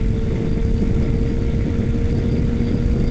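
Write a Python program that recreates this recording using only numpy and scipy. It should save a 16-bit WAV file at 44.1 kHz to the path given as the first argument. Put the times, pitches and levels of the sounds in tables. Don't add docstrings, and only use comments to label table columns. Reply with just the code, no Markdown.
import sys
import numpy as np
from scipy import signal
from scipy.fft import rfft, irfft, next_fast_len
from scipy.io import wavfile
from scipy.ndimage import uniform_filter1d, map_coordinates

SR = 44100
rng = np.random.default_rng(int(sys.argv[2]) if len(sys.argv) > 2 else 0)


def to_wav(sig):
    pcm = np.clip(np.atleast_2d(sig), -1, 1) * 32767
    pcm = np.round(pcm).astype(np.int16)
    wavfile.write(sys.argv[1], SR, pcm.T)


def nominal_scale(level):
    x = np.asarray(level, float) / 20
    return 10 ** x


N = 136710


def unit(x):
    return x / np.sqrt(np.mean(x ** 2) + 1e-20)


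def along(points, hz):
    point_hz, value = np.transpose(points)
    return np.interp(np.log(hz + 1), np.log(point_hz + 1), value)


def curves(rows):
    time_s, *columns = np.transpose(rows)
    return [np.interp(np.arange(N) / SR, time_s, column) for column in columns]


def wobble(rate):
    return map_coordinates(rng.standard_normal(N // 64), [np.arange(N) * rate / SR])


def swell(center_s, length_s):
    offset = (np.arange(N) / SR - center_s) / max(length_s, .004)
    return np.cos(np.pi * np.clip(offset, -1, 1) / 2) ** 2


def swells(rows):
    return sum(lift_db * swell(center_s, length_s) for center_s, length_s, lift_db in rows)


def filtered(x, response):
    size = next_fast_len(N + SR // 2)
    spectrum = rfft(x, size) * response(np.fft.rfftfreq(size, 1 / SR))
    return irfft(spectrum, size)[..., :N]


def rush(response, patchy_db):
    bins = signal.stft(rng.standard_normal(N), nperseg=512)[2]
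    patches = uniform_filter1d(rng.standard_normal(bins.shape), size=8, axis=0)
    patches = unit(uniform_filter1d(patches, size=6, axis=1))
    noise = signal.istft(bins * nominal_scale(patchy_db * patches), nperseg=512)[1][:N]
    return unit(filtered(noise, response))


# time_s, level_db
WIND_STRENGTH = [
    (0.0, -22),
    (1.1, -16),
    (1.2, -20),
    (1.25, -18),
    (2.02, -19.5),
    (2.04, -18),
    (2.62, -19.5),
    (2.91, -18),
    (3.1, -15.5),
]


def wind():
    strength_db, = curves(WIND_STRENGTH)
    bursts = wobble(40)
    eddy_gust_db, roar_gust_db = gusts()
    push = buffeting() + eddies(eddy_gust_db, bursts)
    return slapped(nominal_scale(strength_db) * push) + roar(strength_db, roar_gust_db, bursts)


# center_s, length_s, lift_db
BUFFET_SURGES = [(.06, 0.14, 6), (0.406, .1, -2.5), (0.555, 0.18, 2), (0.858, 0.089, -3.5),
                 (1.03, 0.18, -1), (1.33, 0.061, -4), (1.706, 0.12, 1.5), (2.06, 0.15, 2.5),
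                 (2.377, 0.19, 0.5), (2.62, 0.16, -2), (2.899, 0.092, 3.5)]
# freq_hz, density_db (per Hz)
BUFFET_COLOUR = [(3, -32), (10, -6.5), (25, 1.5), (60, -1), (110, -6), (200, -20.5), (500, -50.5)]


def buffeting():
    level_db = -0.5 + swells(BUFFET_SURGES) + 0.3 * wobble(9.8)
    return nominal_scale(level_db) * rush(lambda hz: nominal_scale(along(BUFFET_COLOUR, hz)) * (hz < 500), patchy_db=0.35)


# center_s, length_s, lift_db
EDDY_SWELLS = [(0.279, 0.22, 3), (0.389, .14, 1.5), (0.606, 0.074, -2.5), (.9, .4, 0), (1.32, 0.061, -0.5),
               (1.479, .08, 0), (1.69, 0.067, 3.5), (1.86, .16, 1.5), (1.971, .1, -1.5), (2.199, .08, 1.5),
               (2.446, 0.091, 4), (2.696, 0.2, 1), (2.98, 0.09, 5)]
# freq_hz, density_db (per Hz)
EDDY_COLOUR = [(60, -21.5), (120, 2), (200, -0.5), (300, -5.5), (430, -12.5), (700, -25.5), (1100, -48)]


def eddies(gust_db, bursts):
    level_db = -4.5 + gust_db + swells(EDDY_SWELLS) + 1.3 * bursts
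    return nominal_scale(level_db) * rush(lambda hz: nominal_scale(along(EDDY_COLOUR, hz)) * (hz < 1100), patchy_db=-0.75)


# center_s, eddy_lift_db, roar_lift_db
SHORT_GUSTS = [(0.234, -2, 1.5), (0.353, 6.5, 3), (0.457, 3, 0.7), (0.569, 5.5, -0.5), (0.821, 11, 1.5),
               (0.921, 4, 1.5), (1.019, 4.8, 2.5), (1.16, 5, 1.5), (1.24, 2, 1.5), (1.305, 3.5, 2),
               (1.374, 5.5, -0.3), (1.769, 0.5, 2.8), (1.803, 2, 1.2), (1.962, 0.5, 0.5), (2.073, 3, 5.5),
               (2.116, 5, 4), (2.199, 3.5, 4), (2.256, 3.5, 3), (2.299, 1, 1), (2.337, 9, 3.5),
               (2.387, 4, 1.5), (2.46, -0.3, 1), (2.5, 1.5, 3.5), (2.546, 5, -0.5), (2.614, 7, 2.5),
               (2.672, 1.5, 1), (2.711, 6.5, 6.5), (2.753, 7.5, 1.8), (2.864, 3.5, 4), (2.913, 2.6, 5),
               (3.017, 0.5, 4)]


def gusts():
    gust_s, between_gusts_db = 0.034, -1.5
    eddy_db, roar_db = sum(np.outer(lifts_db, swell(center_s, gust_s))
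                           for center_s, *lifts_db in SHORT_GUSTS)
    return between_gusts_db + eddy_db, roar_db


# center_s, peak_db, width_ms
PORT_SLAPS = [(.013, -9, 2.3), (.062, -7.5, 2.4), (.357, -12.5, 2.2), (0.46, -11, 2.2), (.533, -8.5, 1.9),
              (.651, -5, 2.4), (0.715, -8, 2.1), (.818, -10, 3), (.841, -11, 4.3), (.964, -7, 2.9),
              (1.027, -9, 4.1), (1.081, -11.5, 2.4), (1.377, -19.5, 4.1), (1.466, -10.5, 3.9),
              (1.592, -8, 2.1), (1.716, -15, 1.3), (1.799, -7.5, 1.7), (1.967, -15, 1.8),
              (2.044, -7.5, 4.1), (2.07, -16.5, 1.3), (2.11, -13, 2.1), (2.201, -12.5, 5.7),
              (2.918, -12, 7.5), (2.971, -11.5, 1.9)]


def slapped(air):
    t = np.arange(N) / SR
    hush_depth, hush_s = .85, .007
    hush = np.clip(sum(swell(center_s, hush_s) for center_s, _, _ in PORT_SLAPS), 0, 1)
    slaps = sum(nominal_scale(peak_db) / (1 + (2000 * (t - center_s) / width_ms) ** 2)
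                for center_s, peak_db, width_ms in PORT_SLAPS)
    return air * (1 - hush_depth * hush) + slaps


# freq_hz, density_db (per Hz)
ROAR_COLOUR = [(300, -12), (800, -4.5), (1150, -5.5), (1600, -3.5), (2900, -10.5), (4200, -17),
               (7000, -19.5), (8200, -30)]
# center_hz, width_hz, level_db
HOUSING_CAVITIES = [
    (1356, 87, -57.5),
    (2102, 570, -48),
    (3520, 560, -55.5),
]


def roar(strength_db, gust_db, bursts):
    air = nominal_scale(-45) * rush(lambda hz: nominal_scale(along(ROAR_COLOUR, hz)) * (hz > 300), patchy_db=0.93)
    for center_hz, width_hz, level_db in HOUSING_CAVITIES:
        def resonance(hz):
            return (hz * width_hz / (center_hz ** 2 - hz ** 2 + 1j * hz * width_hz)) ** 2
        air = air + nominal_scale(level_db) * rush(resonance, patchy_db=-2.9)
    follow_db = .25 * (strength_db - strength_db.mean()) + .5 * gust_db
    flutter_db = .25 * wobble(11.0) + 0.086 * bursts + 0.17 * wobble(40)
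    return nominal_scale(follow_db + flutter_db) * air


# time_s, first_order_db, upper_orders_db
ENGINE_LEVEL = [(0, -31, -33), (.3, -31.5, -33.5), (.6, -27, -32.5), (1, -32, -32), (1.3, -29.5, -32),
                (1.65, -31, -35), (2, -28, -34.5), (2.25, -27, -34), (2.5, -26.5, -35), (2.8, -28, -34.5),
                (3.1, -24.5, -34.5)]
# level_db (against the engine level), change_db_per_s
FIRING_ORDERS = [
    (-0.5, 0),
    (0.5, 0.5),
    (-33, 2.5),
    (-20.5, 0.1),
    (-28.5, -.5),
    (-30, 3),
]
ORDER_FLUTTER = (.6, .9, 3, 1, 2, 2)


def engine():
    t = np.arange(N) / SR
    first_db, upper_db = curves(ENGINE_LEVEL)
    firing_hz = 223.9 + 4.3 * t + .2 * wobble(6.15)
    phase = 2 * np.pi * np.cumsum(firing_hz) / SR
    hum = np.zeros(N)
    for order, ((level_db, change_db_per_s), flutter_db) in enumerate(zip(FIRING_ORDERS, ORDER_FLUTTER), 1):
        base_db = first_db if order == 1 else upper_db
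        order_db = base_db + level_db + change_db_per_s * t + flutter_db * wobble(24.83)
        hum += nominal_scale(order_db) * np.sin(order * phase + rng.uniform(0, 2 * np.pi))
    return np.sqrt(2) * hum


# center_s, length_s, level_db, pitch_hz
WHISTLE_PUFFS = [(.29, .05, -62, 4550), (0.526, .09, -52.5, 4630), (0.676, .09, -52, 4750),
                 (0.764, .06, -61, 4550), (0.79, .07, -53.5, 4600), (0.833, .05, -55, 5040),
                 (0.897, .05, -58, 4940), (1.04, .07, -51.5, 5000), (1.15, .07, -57, 4750),
                 (1.22, .08, -54, 4600), (1.292, .07, -52.5, 4840), (1.42, .06, -59, 4570),
                 (1.96, .06, -57.5, 4530), (2.115, .04, -47, 4730), (2.161, .04, -47.5, 4650),
                 (2.2, .04, -55, 4950), (2.26, .05, -58, 4740), (2.328, .07, -48, 4720),
                 (2.35, .05, -61, 4820), (2.382, .045, -47.5, 4680), (2.47, .06, -52, 4770),
                 (2.585, .04, -54, 4630), (2.625, .05, -52, 4800), (2.668, .08, -48, 4720),
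                 (2.713, .05, -52, 4762), (2.753, .07, -48, 4820), (2.829, .05, -52, 4700),
                 (2.872, .05, -57, 4660), (2.92, .05, -55, 4750), (2.965, .06, -51.5, 4700),
                 (3.01, .05, -53, 4700), (3.05, .06, -53.5, 4620), (3.082, .06, -47.5, 4800)]


def whistle():
    t = np.arange(N) / SR
    width_hz, waver_hz = 260, 25
    rest_db, rest_hz = -64, 4660
    cosine_part, sine_part = (rush(lambda hz: 1 / (1 + (2 * hz / width_hz) ** 2), patchy_db=0)
                              for _ in range(2))
    waver = 2 * np.pi * np.cumsum(waver_hz * wobble(14)) / SR

    def tone(pitch_hz):
        phase = 2 * np.pi * pitch_hz * t + waver
        return cosine_part * np.cos(phase) + sine_part * np.sin(phase)

    puffs = sum(nominal_scale(level_db) * swell(center_s, .7 * length_s) * tone(pitch_hz)
                for center_s, length_s, level_db, pitch_hz in WHISTLE_PUFFS)
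    return nominal_scale(wobble(60)) * (puffs + nominal_scale(rest_db) * tone(rest_hz))


def scene():
    return (wind() + engine() + whistle())[None]


def low_pass(x):
    return signal.sosfilt(signal.butter(12, 9000, fs=SR, output="sos"), x)


# freq_hz, gain_db
BAND_LIMIT = [(7000, 0), (7800, -3), (8300, -11), (8750, -22.5), (9000, -34)]


def record(dry):
    span = int(.03 * SR)
    pivot_db, control_share = -19, .45
    power = np.abs(uniform_filter1d(uniform_filter1d(dry ** 2, span), span)) + 1e-9
    x = dry * (power / nominal_scale(2 * pivot_db)) ** (-control_share / 2)

    lean = 1.49
    x = np.expm1(lean * x) / lean
    x = x - x.mean()

    limit, knee = np.where(x > 0, .53, .36), np.where(x > 0, 4, 3.5)
    x = x / (1 + np.abs(x / limit) ** knee) ** (1 / knee)

    grit_db, grit_power = -33, 0.95
    x = x + nominal_scale(grit_db) * np.abs(x) ** grit_power * rng.standard_normal(x.shape)

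    low_hz = 2.4
    x = filtered(x, lambda hz: nominal_scale(along(BAND_LIMIT, hz)) * hz ** 2 / (hz ** 2 + low_hz ** 2))
    return low_pass(x)


dry = scene()
out = record(dry)
to_wav(out)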